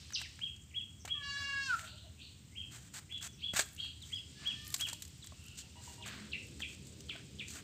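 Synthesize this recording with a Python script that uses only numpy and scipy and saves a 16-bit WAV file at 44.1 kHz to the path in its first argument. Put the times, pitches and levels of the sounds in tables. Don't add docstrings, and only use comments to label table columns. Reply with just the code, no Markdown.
import sys
import numpy as np
from scipy import signal
from scipy.fft import rfft, irfft, next_fast_len
from scipy.io import wavfile
from scipy.ndimage import uniform_filter1d

SR = 44100
rng = np.random.default_rng(int(sys.argv[2]) if len(sys.argv) > 2 else 0)


def rack_gain(trim_db):
    fader = np.asarray(trim_db, float)
    return 10 ** (fader / 20)


def materialize(psi):
    bounded = np.clip(np.atleast_2d(psi).T, -1, 1)
    quanta = np.round(bounded * 32767).astype(np.int16)
    wavfile.write(sys.argv[1], SR, quanta)


N = 336867

# start_s, peak_db
TICKS = [(0.562, -43), (0.7018, -57), (2.4773, -79), (3.2253, -30), (3.64, -42), (3.674, -48),
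         (3.686, -40.5), (3.731, -48), (3.763, -41), (4.0234, -41), (4.0996, -58), (4.1428, -41),
         (4.6474, -41), (4.667, -33), (4.7027, -36), (4.835, -40), (4.947, -46), (4.8857, -25.5),
         (5.0506, -36), (5.077, -45), (5.27, -34.5), (5.439, -45), (5.482, -38), (5.5557, -48),
         (5.5867, -33), (6.0604, -34), (6.4502, -47), (6.484, -47), (6.594, -41), (6.746, -40),
         (6.868, -41), (7.0048, -37), (7.482, -35)]
SNAP_ATTACK_S = 0.0022


def rms_one(x):
    return x / np.sqrt(np.mean(x ** 2) + 1e-20)


def in_time(rows):
    s, *columns = np.transpose(rows)
    first, last = round(s[0] * SR), min(round(s[-1] * SR), N)
    t = np.arange(first, last) / SR
    return first, last, [np.interp(t, s, c) for c in columns]


def whole(rows):
    s, *columns = np.transpose(rows)
    return [np.interp(np.arange(N) / SR, s, c) for c in columns]


def drift(rate, size=N):
    r = np.exp(-2 * np.pi * rate / SR)
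    noise = rng.standard_normal(size + SR // 2)
    return rms_one(signal.lfilter([1], [1, -2 * r, r * r], noise)[SR // 2:])


def coloured(x, spectrum):
    size = next_fast_len(len(x))
    hz = np.arange(size // 2 + 1) * SR / size + 1
    table_hz, table_db = np.transpose(spectrum)
    gain = rack_gain(np.interp(np.log(hz), np.log(table_hz), table_db))
    return irfft(rfft(x, size) * gain, size)[:len(x)]


def band(x, low_hz, high_hz):
    return signal.sosfilt(signal.butter(2, [low_hz, high_hz], "band", fs=SR, output="sos"), x)


def resonance(x, hz, width):
    r = np.exp(-np.pi * width / SR)
    poles = [1, -2 * r * np.cos(2 * np.pi * hz / SR), r * r]
    return signal.lfilter([(1 - r * r) / 2, 0, (r * r - 1) / 2], poles, x)


def add(out, s, piece):
    at = round(s * SR)
    out[at:at + len(piece)] += piece[:N - at]


def fade(size, rise=.3):
    return signal.windows.tukey(size, np.clip(rise, .01, 1))


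def whistle(hz, db):
    return rack_gain(db) * np.sin(2 * np.pi * np.cumsum(hz) / SR)


def glide(start_hz, end_hz, length, db):
    size = round(length * SR)
    return fade(size, 0.26) * whistle(np.linspace(start_hz, end_hz, size), db)


def bleat(rows, waver_db, second_db, throat_scale, rough):
    # freq_hz, level_db
    throat = [(400, -56), (600, -34.5), (1000, -19.5), (1300, -2), (1700, -2.5), (1950, -28), (2250, -16.5),
              (2800, -6.5), (3400, -12.5), (4500, -9), (5600, -13.5), (7800, -22), (9000, -31),
              (11000, -53)]
    first, last, (hz, level_db, tilt_db) = in_time(rows)
    size = last - first
    sag = 1 - hz / hz.max()
    rough = np.clip(rough + 0.8 * sag, 0, 1)
    fray_db = 32 * np.maximum(sag - 0.1, 0)
    hz = uniform_filter1d(hz, size=600, mode="nearest")
    hz = hz * (1 + 0.00092 * drift(34, size) + 0.033 * rough * drift(127, size))
    phase = 2 * np.pi * np.cumsum(hz) / SR
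    throat_hz, throat_db = np.transpose(throat)
    tone = 0
    for k in range(1, 20):
        resonance_db = np.interp(k * hz, throat_scale * throat_hz, throat_db)
        opening_db = tilt_db * max(np.log2(k / 3), 0) + second_db * (k == 2)
        breakup_db = fray_db * np.clip(k - 3, 0, 3) * (drift(150, size) / 2 - 1)
        db = resonance_db + opening_db + waver_db * drift(23.5, size) + breakup_db
        tone = tone + rack_gain(db) * np.sin(k * phase + 0.6 * k * k)
    rasp = rms_one(band(rng.standard_normal(size), 2200, 5400)) * (1 + np.cos(phase))
    out = np.zeros(N)
    out[first:last] = rack_gain(level_db) * fade(size, 0.077) * (tone + 0.3 * rough * rasp)
    return out


def near_goat():
    # start_s, pitch_hz, level_db, mouth_opening_db_per_octave
    rows = [
        (1.13, 602, -51, -22),
        (1.215, 570, -42.5, -15),
        (1.24, 565, -39.5, -4),
        (1.38, 563.7, -37, -3),
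        (1.6, 553.4, -35.5, -6),
        (1.665, 546, -40, 1),
        (1.71, 497, -30, -8),
        (1.75, 440, -33, -12),
        (1.78, 385, -65, -13),
    ]
    return bleat(rows, waver_db=3.0, second_db=-3.5, throat_scale=0.98, rough=0.067)


def answering_goat():
    # start_s, pitch_hz, level_db, mouth_opening_db_per_octave
    rows = [
        (4.345, 562, -67, 2),
        (4.4, 575, -58, 1),
        (4.5, 588, -55.5, -1),
        (4.6, 596, -52.5, -2.5),
        (4.73, 608, -55, -2),
        (4.75, 610, -75, 0),
    ]
    return bleat(rows, waver_db=2.5, second_db=-7, throat_scale=1.017, rough=0.2)


def far_goats():
    # start_s, pitch_hz, length_s, level_db, third_multiple_against_second_db
    throbs = [
        (1.804, 304, 0.062, -61, -24),
        (1.913, 326, 0.058, -64.5, -10),
        (2.029, 328, 0.06, -62.5, -15),
        (5.624, 293.3, 0.059, -82, 14),
        (5.744, 315.3, 0.08, -71.5, 10.5),
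        (5.859, 320, 0.075, -72.5, 13),
        (5.969, 320.4, 0.082, -68.5, 9.5),
    ]
    # start_s, pitch_hz, level_db
    squeal = [
        (5.33, 1410, -84),
        (5.45, 1425, -77),
        (5.6, 1420, -77),
        (5.72, 1410, -86),
    ]
    out = np.zeros(N)
    for s, hz, length, db, third_db in throbs:
        t = np.arange(round(length * SR)) / SR
        hoarseness = .07 if third_db < 0 else .02
        phase = 2 * np.pi * hz * (t + hoarseness * np.cumsum(drift(35, len(t))) / SR)
        upper = rack_gain(-4 + 5.9 * drift(70, len(t))) * np.sin(3 * phase)
        upper += rack_gain(-6.5) * np.sin(5 * phase / 2)
        upper += rack_gain(-12) * np.sin(6 * phase) + np.sin(9 * phase)
        voice = np.sin(2 * phase) + rack_gain(third_db) * upper
        add(out, s, rack_gain(db) * fade(len(t), 0.67) * voice)
    first, last, (hz, db) = in_time(squeal)
    phase = 2 * np.pi * np.cumsum(hz * (1 + 0.05 * drift(82, len(hz)))) / SR
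    waver_db = 3 * drift(11, len(hz))
    out[first:last] += rack_gain(db + waver_db) * (np.sin(phase) + rack_gain(15.0) * np.sin(2 * phase))
    return out


def crackle(per_s, spread_db, clump_db=5):
    sizes = rack_gain(spread_db * np.minimum(rng.exponential(1, N), 4)) * rng.choice([-1, 1], N)
    return sizes * (rng.random(N) < per_s * rack_gain(clump_db * drift(60)) / SR)


def split(x, at_hz=2600):
    # freq_hz, level_db_per_hz
    fibre = [(240, -69), (400, -43), (665, -12.5), (837, -17), (1650, -12.5), (2780, -6.5), (4480, 0),
             (5310, -4), (7330, 4), (8420, 1), (9530, -16.5), (12800, -15), (15800, -12)]
    x = coloured(x, fibre)
    x = x + 1.2 * resonance(x, hz=1520, width=450)
    low = signal.sosfilt(signal.butter(2, at_hz, fs=SR, output="sos"), x)
    return low / np.std(band(x, 900, 2000)), (x - low) / np.std(band(x, 6200, 9000))


def ripping():
    # peak_s, build_up_s, die_away_s, level_db at 6-9 kHz, lows_against_it_db
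    rips = [(0.21, 0.032, 0.028, -58, -3.5), (1.41, 0.058, 0.046, -61, 0), (1.7, .05, 0.14, -59.5, -12),
            (1.821, 0.07, 0.087, -58, -0.5), (2.735, 0.024, 0.063, -55, -4.5),
            (2.84, 0.038, 0.065, -62.5, -5), (2.973, 0.036, 0.027, -49, -5.5),
            (3.02, 0.018, 0.023, -67.5, -2), (3.215, .006, .008, -56, -4), (3.251, 0.028, 0.03, -46, -6.5),
            (3.54, 0.0076, 0.022, -46.5, -5), (3.552, 0.0071, .01, -54, -4),
            (3.573, 0.013, 0.0093, -36.5, -3), (3.602, 0.024, 0.027, -36.5, -7),
            (3.645, .01, 0.016, -64, -14), (3.83, 0.045, 0.073, -64.5, -4), (4.09, 0.067, 0.095, -61, -13),
            (4.44, 0.049, 0.12, -71, 10.5), (4.812, 0.025, 0.024, -48, -5.5),
            (4.885, 0.019, 0.037, -51.5, -3), (5.589, 0.017, 0.034, -52, -28),
            (5.88, 0.075, 0.1, -57, -10.5), (6.08, 0.022, 0.018, -56, -3), (6.1, 0.051, 0.061, -61, 6.5),
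            (6.18, .05, 0.059, -64, 7.5), (6.26, 0.032, 0.064, -70.5, 7), (6.603, 0.0062, 0.024, -53.5, -3),
            (6.7, 0.027, 0.052, -59.5, -12), (7.15, 0.032, 0.089, -69.5, 7),
            (7.49, 0.015, 0.094, -55.5, -28), (7.506, 0.0032, 0.0051, -64, -4),
            (7.57, 0.053, 0.053, -57, -1)]
    low, high = split(crackle(9000, 2.8, clump_db=2.5))
    out = np.zeros(N)
    for s, rise, fall, db, low_db in rips:
        first, last, (away,) = in_time([(s - 1.5 * rise, 1.5), (s, 0), (s + 1.5 * fall, 1.5)])
        pull_db = db - 12 * away ** 4
        out[first:last] += rack_gain(pull_db) * (high[first:last] + rack_gain(low_db) * low[first:last])
    return out


def snaps():
    # start_s, peak_db, lows_against_it_db, t60_s
    thick = [(0.104, -37.5, 2.5, 0.014), (0.391, -42, 6, 0.013), (6.603, -37.5, 5.5, 0.015),
             (6.077, -26.5, -21, 0.01), (4.7623, -26, -13, 0.015), (0.122, -39, -1.5, 0.037),
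             (0.2006, -42, -1, 0.018), (0.214, -30.5, -0.5, 0.025), (1.051, -33, -4, 0.043),
             (1.076, -39.5, 2, 0.07), (2.9382, -38, -7, 0.032), (3.123, -39.5, -3, 0.015),
             (3.179, -39.5, -15, 0.017), (3.537, -26, -1.5, 0.015), (3.5612, -25, 4, 0.013),
             (3.5684, -18, -1, 0.014), (3.5795, -22, -1, 0.0089), (3.5919, -15, -1, 0.021),
             (3.597, -15, 0.5, 0.013), (3.6065, -19, -3, .01), (3.6135, -29, -3, .01),
             (1.792, -31.5, 4, 0.011), (3.8444, -39.5, -4, 0.019), (4.475, -34, -5.5, 0.019),
             (4.569, -52, -6, 0.012), (4.7242, -40, -8, 0.044), (4.7406, -20, -16, 0.035),
             (4.8088, -21.5, -19, 0.019), (4.8, -36, -10, 0.011), (4.87, -42, -8, 0.011),
             (4.897, -29, -4, 0.014), (4.9298, -28.5, -32, 0.026), (5.0209, -32.5, -24, 0.037),
             (5.241, -40.5, -6, 0.045), (7.0938, -34.5, 4, 0.0091), (7.16, -40, 5.5, 0.018)]
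    thin = [(s, db, -33, 0.019) for s, db in TICKS]
    low, high = split(rng.standard_normal(N))
    out = np.zeros(N)
    for s, db, low_db, t60 in list(thick) + thin:
        at = round(s * SR)
        burst = high[at:at + 1500] + rack_gain(low_db) * low[at:at + 1500]
        t = np.arange(len(burst)) / SR
        decay = rack_gain(db - 7.0 - 60 * t / np.clip(t60, .003, .2))
        add(out, s, decay * np.minimum(t / SNAP_ATTACK_S, 1) * burst)
    return out


def taps():
    # start_s, peak_db, ring_hz
    knocks = [(0.39, -51, 1420), (1.05, -39, 763), (3.536, -38, 617), (3.537, -30.5, 198),
              (3.593, -28.5, 653), (4.743, -39.5, 1135), (4.929, -41.5, 953), (5.322, -46.5, 1126),
              (5.323, -50, 615), (6.06, -42, 1240), (6.603, -59, 1450), (7.155, -44, 680),
              (7.559, -45.5, 1520)]
    modes = [(0.97, -2.0, 0.026), (0.59, -14, 0.014), (0.64, -25.0, 0.21)]   # ratio, level_db, t60_s
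    out, t = np.zeros(N), np.arange(3000) / SR
    for s, db, hz in knocks:
        for ratio, mode_db, t60 in modes:
            add(out, s, rack_gain(db + mode_db - 60 * t / t60) * np.sin(2 * np.pi * ratio * hz * t))
    return out


def sparks():
    # start_s, peak_db
    threads = [(0.1999, -54), (0.2154, -52), (1.0495, -58), (1.077, -61), (1.6327, -56), (1.734, -58),
               (2.7167, -54), (2.9397, -47), (3.1223, -59), (3.2116, -52), (3.2256, -46), (3.5349, -53),
               (3.5633, -45), (3.5633, -43), (3.5962, -37), (3.6576, -48), (3.7309, -50), (3.7474, -46),
               (4.0218, -60), (4.4722, -48), (4.6458, -51), (4.6593, -50), (4.6768, -36), (4.7022, -41),
               (4.7227, -42), (4.7411, -27.5), (4.7805, -40), (4.8005, -36), (4.809, -33), (4.8678, -44),
               (4.9282, -39), (5.0205, -36), (5.0779, -50), (5.1771, -58), (5.2619, -45), (5.439, -57),
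               (5.461, -50), (5.5792, -55), (6.0616, -56), (6.4667, -51), (6.5934, -62), (6.8688, -50),
               (7.007, -56), (7.4814, -61), (7.5038, -51)]
    out, t = np.zeros(N), np.arange(600) / SR
    hiss = rms_one(band(rng.standard_normal(N + 600), 8500, 16000))
    for s, db in threads:
        at = round(s * SR)
        decay = rack_gain(db - 2 - 60 * t / 0.02)
        add(out, s, decay * np.minimum(t / SNAP_ATTACK_S, 1) * hiss[at:at + len(t)])
    return out


def chick():
    # start_s, top_hz, level_db, falling_end_db, echo_db
    calls = [
        (0.423, 3283, -31.5, -4, -6),
        (.756, 3342, -31, -4, -7.5),
        (1.1, 3323, -34, -4.5, 1),
        (2.568, 3257, -39, -3.5, -0.5),
        (3.111, 3418, -42, -3, 5),
        (3.434, 3367, -33, -5.5, -2.5),
        (3.789, 3276, -39.5, -1.5, 1.5),
        (4.131, 3350, -31.5, -3, -8.5),
        (4.463, 3335, -30, -0.5, -8),
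        (4.811, 3327, -29, -1, -8.5),
    ]
    top_s, rise_s, fall_s = .0145, .037, .054
    direct, sent = np.zeros(N), np.zeros(N)
    t = np.arange(-rise_s, fall_s, 1 / SR)
    before, after = np.maximum(-t, 0), np.maximum(t, 0)
    share = 1 - (before / .05) ** 2.4 - (after / .1) ** 1.9
    shape_db = -28 * (before / rise_s) ** 2.0 - 197 * after
    for mark, top_hz, db, end_db, echo_db in calls:
        falling_db = end_db * np.clip((t - .004) / 0.019, 0, 2.3)
        flutter_db = 2.5 * drift(110, len(t))
        cut_db = -3000 * np.maximum(t - .049 - .001 * end_db, 0)
        level_db = db + shape_db + falling_db + flutter_db + cut_db
        peep = fade(len(t), 0.15) * whistle(top_hz * share, level_db)
        add(direct, mark + top_s - rise_s, peep)
        add(sent, mark + top_s - rise_s, rack_gain(echo_db) * peep)
    return direct, sent


def sparrow_tumble():
    # start_s, pitch_hz, level_db
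    tumble = [
        (.134, 6260, -43.5),
        (.148, 5250, -35),
        (.155, 3970, -33.5),
        (.162, 2935, -37),
        (.172, 2720, -44),
        (.186, 2650, -51),
        (.196, 2600, -70),
    ]
    out = np.zeros(N)
    first, last, (hz, db) = in_time(tumble)
    hz = uniform_filter1d(hz, size=120, mode="nearest")
    out[first:last] = whistle(hz, db + 3.75 * drift(250, len(hz)))
    return out


def sparrows():
    # start_s, level_db, echo_db
    drops = [
        (6.02, -47.5, -1),
        (6.32, -39, 0.5),
        (6.615, -41.5, 0),
        (7.09, -40.5, -2.5),
        (7.391, -40, -2),
    ]
    # start_s, start_hz, end_hz, length_s, level_db
    across = [
        (0.718, 2100, 1900, 0.02, -62),
        (0.994, 6600, 5150, 0.012, -53),
        (2.502, 2000, 2290, 0.047, -63),
        (3.08, 1950, 2150, 0.02, -62),
        (3.128, 3500, 4100, 0.028, -58),
        (3.317, 6500, 5130, 0.019, -59),
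        (4.089, 2300, 1890, .025, -57),
        (4.143, 4800, 5080, 0.02, -51),
        (5.4, 2500, 3300, 0.095, -64),
        (6.37, 5430, 5300, 0.055, -66),
    ]
    close = [
        (.231, 2780, 1620, 0.036, -55.5),
        (0.706, 3190, 1990, 0.0136, -65),
        (4.015, 4150, 2930, 0.03, -54),
        (5.223, 4170, 3150, 0.018, -54.5),
    ]
    direct = sparrow_tumble()
    sent = direct.copy()
    length_s, peak_s = .038, .0095
    t = np.arange(0, length_s, 1 / SR)
    hz = 3150 - 34000 * t + 2070 * np.exp(-t / .0045)
    swell_db = -21 * (1 - t / peak_s) ** 2
    fall_db = -18 * ((t - peak_s) / (length_s - peak_s)) ** 2
    shape_db = np.where(t < peak_s, swell_db, fall_db)
    for s, db, echo_db in drops:
        stroke = fade(len(t), 0.062) * whistle(hz, db + shape_db + 4.5 * drift(186, len(t)))
        add(direct, s, stroke)
        add(direct, s + .009, rack_gain(-16) * stroke)
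        catch_s = 0.0038
        add(direct, s - catch_s, glide(3170, 3170, catch_s, db - 8.5))
        add(sent, s, rack_gain(echo_db) * stroke)
    for chips, direct_db in [(across, -11), (close, 4)]:
        for s, start_hz, end_hz, length, db in chips:
            chip = glide(start_hz, end_hz, length, db)
            add(direct, s, rack_gain(direct_db) * chip)
            add(sent, s, chip)
    return direct, sent


def yard(x, t60, gap_s):
    t = np.arange(SR) / SR
    decay = rack_gain(-60 * t / t60) + rack_gain(-13 - 60 * t / 0.75)
    echoes = rng.standard_normal(SR) * decay * np.clip(t / gap_s, 0, 1) ** 2
    return signal.fftconvolve(x, echoes / np.sqrt(np.sum(echoes ** 2)))[:N]


def far_birds():
    # start_s, start_hz, end_hz, length_s, level_db
    calls = [
        (0.001, 5190, 1796, 0.012, -57),
        (1.824, 2383, 4950, 0.022, -45),
        (1.926, 2620, 4420, 0.022, -50),
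        (2.153, 2250, 4850, 0.044, -47.5),
        (3.348, 2370, 4980, 0.035, -50.5),
        (3.745, 2595, 4890, 0.039, -43),
    ]
    out = np.zeros(N)
    for s, start_hz, end_hz, length, db in calls:
        add(out, s, glide(start_hz, end_hz, length, db))
    return yard(out, t60=0.63, gap_s=0.044)


def rustle():
    # start_s, level_db
    busy = [(0, -64.5), (.85, -66.5), (1.05, -69), (1.6, -60), (2.0, -66.5), (2.5, -66.5), (2.8, -64.5),
            (3.45, -69.5), (3.7, -64), (3.95, -65.5), (4.4, -62), (4.75, -59.5), (5.25, -62.5),
            (5.8, -63.5), (6.2, -62.5), (6.65, -61), (7.35, -63), (7.64, -66)]
    # start_s, level_db
    leaves = [(0, -57.5), (.4, -63.5), (.6, -89), (2.5, -73.5), (2.8, -73), (3.9, -74), (4.5, -57.5),
              (5.2, -65), (5.9, -63.5), (6.5, -63), (7.64, -65)]
    (fizz_db,), (leaf_db,) = whole(busy), whole(leaves)
    s = np.arange(N) / SR
    near_tick = sum(np.clip(1 - np.abs(s - tick) / 0.29, 0, 1) for tick, _ in TICKS)
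    top_db = -77 + 3.1 * (fizz_db + 60.5) + 8 * near_tick
    low_db = -73 + 0.26 * (leaf_db + 55)
    shreds = split(crackle(14000, 3.3))[1]
    out = rms_one(band(shreds, 6670, 9900)) * rack_gain(fizz_db - 2.5 + 0.5 * drift(7.6))
    out += rms_one(band(crackle(12000, 2.0), 7200, 21000)) * rack_gain(top_db - 18.0 + 1.2 * drift(6.6))
    out += rms_one(band(rng.standard_normal(N), 2520, 5730)) * rack_gain(leaf_db)
    return out + rms_one(band(rng.standard_normal(N), 450, 2800)) * rack_gain(low_db)


def humming(hz, width):
    return rms_one(resonance(resonance(rng.standard_normal(N), hz, width), hz, width))


def background():
    # freq_hz, level_db_per_hz
    air_colour = [(18, -46), (30, -27), (59, -4.5), (98, 5), (294, -13), (471, -27), (839, -33),
                  (1700, -31), (3280, -24.5), (3940, -31), (5540, -28), (7800, -29.5), (8660, -28),
                  (9620, -48.5), (15800, -32)]
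    # start_s, level_db
    load = [(0.0, -71), (0.7, -73), (1.3, -68.5), (2.4, -67.5), (3.2, -65), (3.95, -73), (4.42, -60.5),
            (4.9, -66.5), (5.4, -67), (5.8, -62), (6.15, -55), (6.5, -57.5), (7, -55.5), (7.64, -56.5)]
    # freq_hz, width_hz, level_db
    modes = [
        (132.6, 59, -1.5),
        (205.6, 29, -3.5),
        (275.6, 116, -4.5),
        (393.7, 22.6, -12.5),
        (469, 153, -13.5),
    ]
    air = rack_gain(-57.5) * rms_one(coloured(rng.standard_normal(N), air_colour))
    drone = rack_gain(-60.5) * humming(76.0, 20)
    rumble = sum(rack_gain(db + 1.5 * drift(3.46)) * humming(hz, width) for hz, width, db in modes)
    return air + drone + rack_gain(whole(load)[0] - 3.0) * rumble


def scene():
    goat, answer, far = near_goat(), answering_goat(), far_goats()
    hands = ripping() + snaps() + taps() + sparks()
    (peeps, peeps_sent), (chips, chips_sent) = chick(), sparrows()
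    sent = rack_gain(-10) * goat + rack_gain(-5) * answer + rack_gain(-5) * far
    sent = sent + peeps_sent + chips_sent + rack_gain(-15.5) * hands
    dry = goat + answer + far + rack_gain(-4.5) * peeps + chips + hands + rustle() + background()
    return (dry + yard(sent, t60=0.3, gap_s=0.007) + far_birds())[None, :]


def band_limit(x):
    return signal.sosfilt(signal.butter(12, 15980, fs=SR, output="sos"), x)


def record(dry):
    dry = signal.sosfilt(signal.butter(2, 42, "high", fs=SR, output="sos"), dry)
    dry = signal.sosfilt(signal.cheby2(14, 70, 16150, fs=SR, output="sos"), dry)
    return band_limit(dry)


dry = scene()
out = record(dry)
materialize(out)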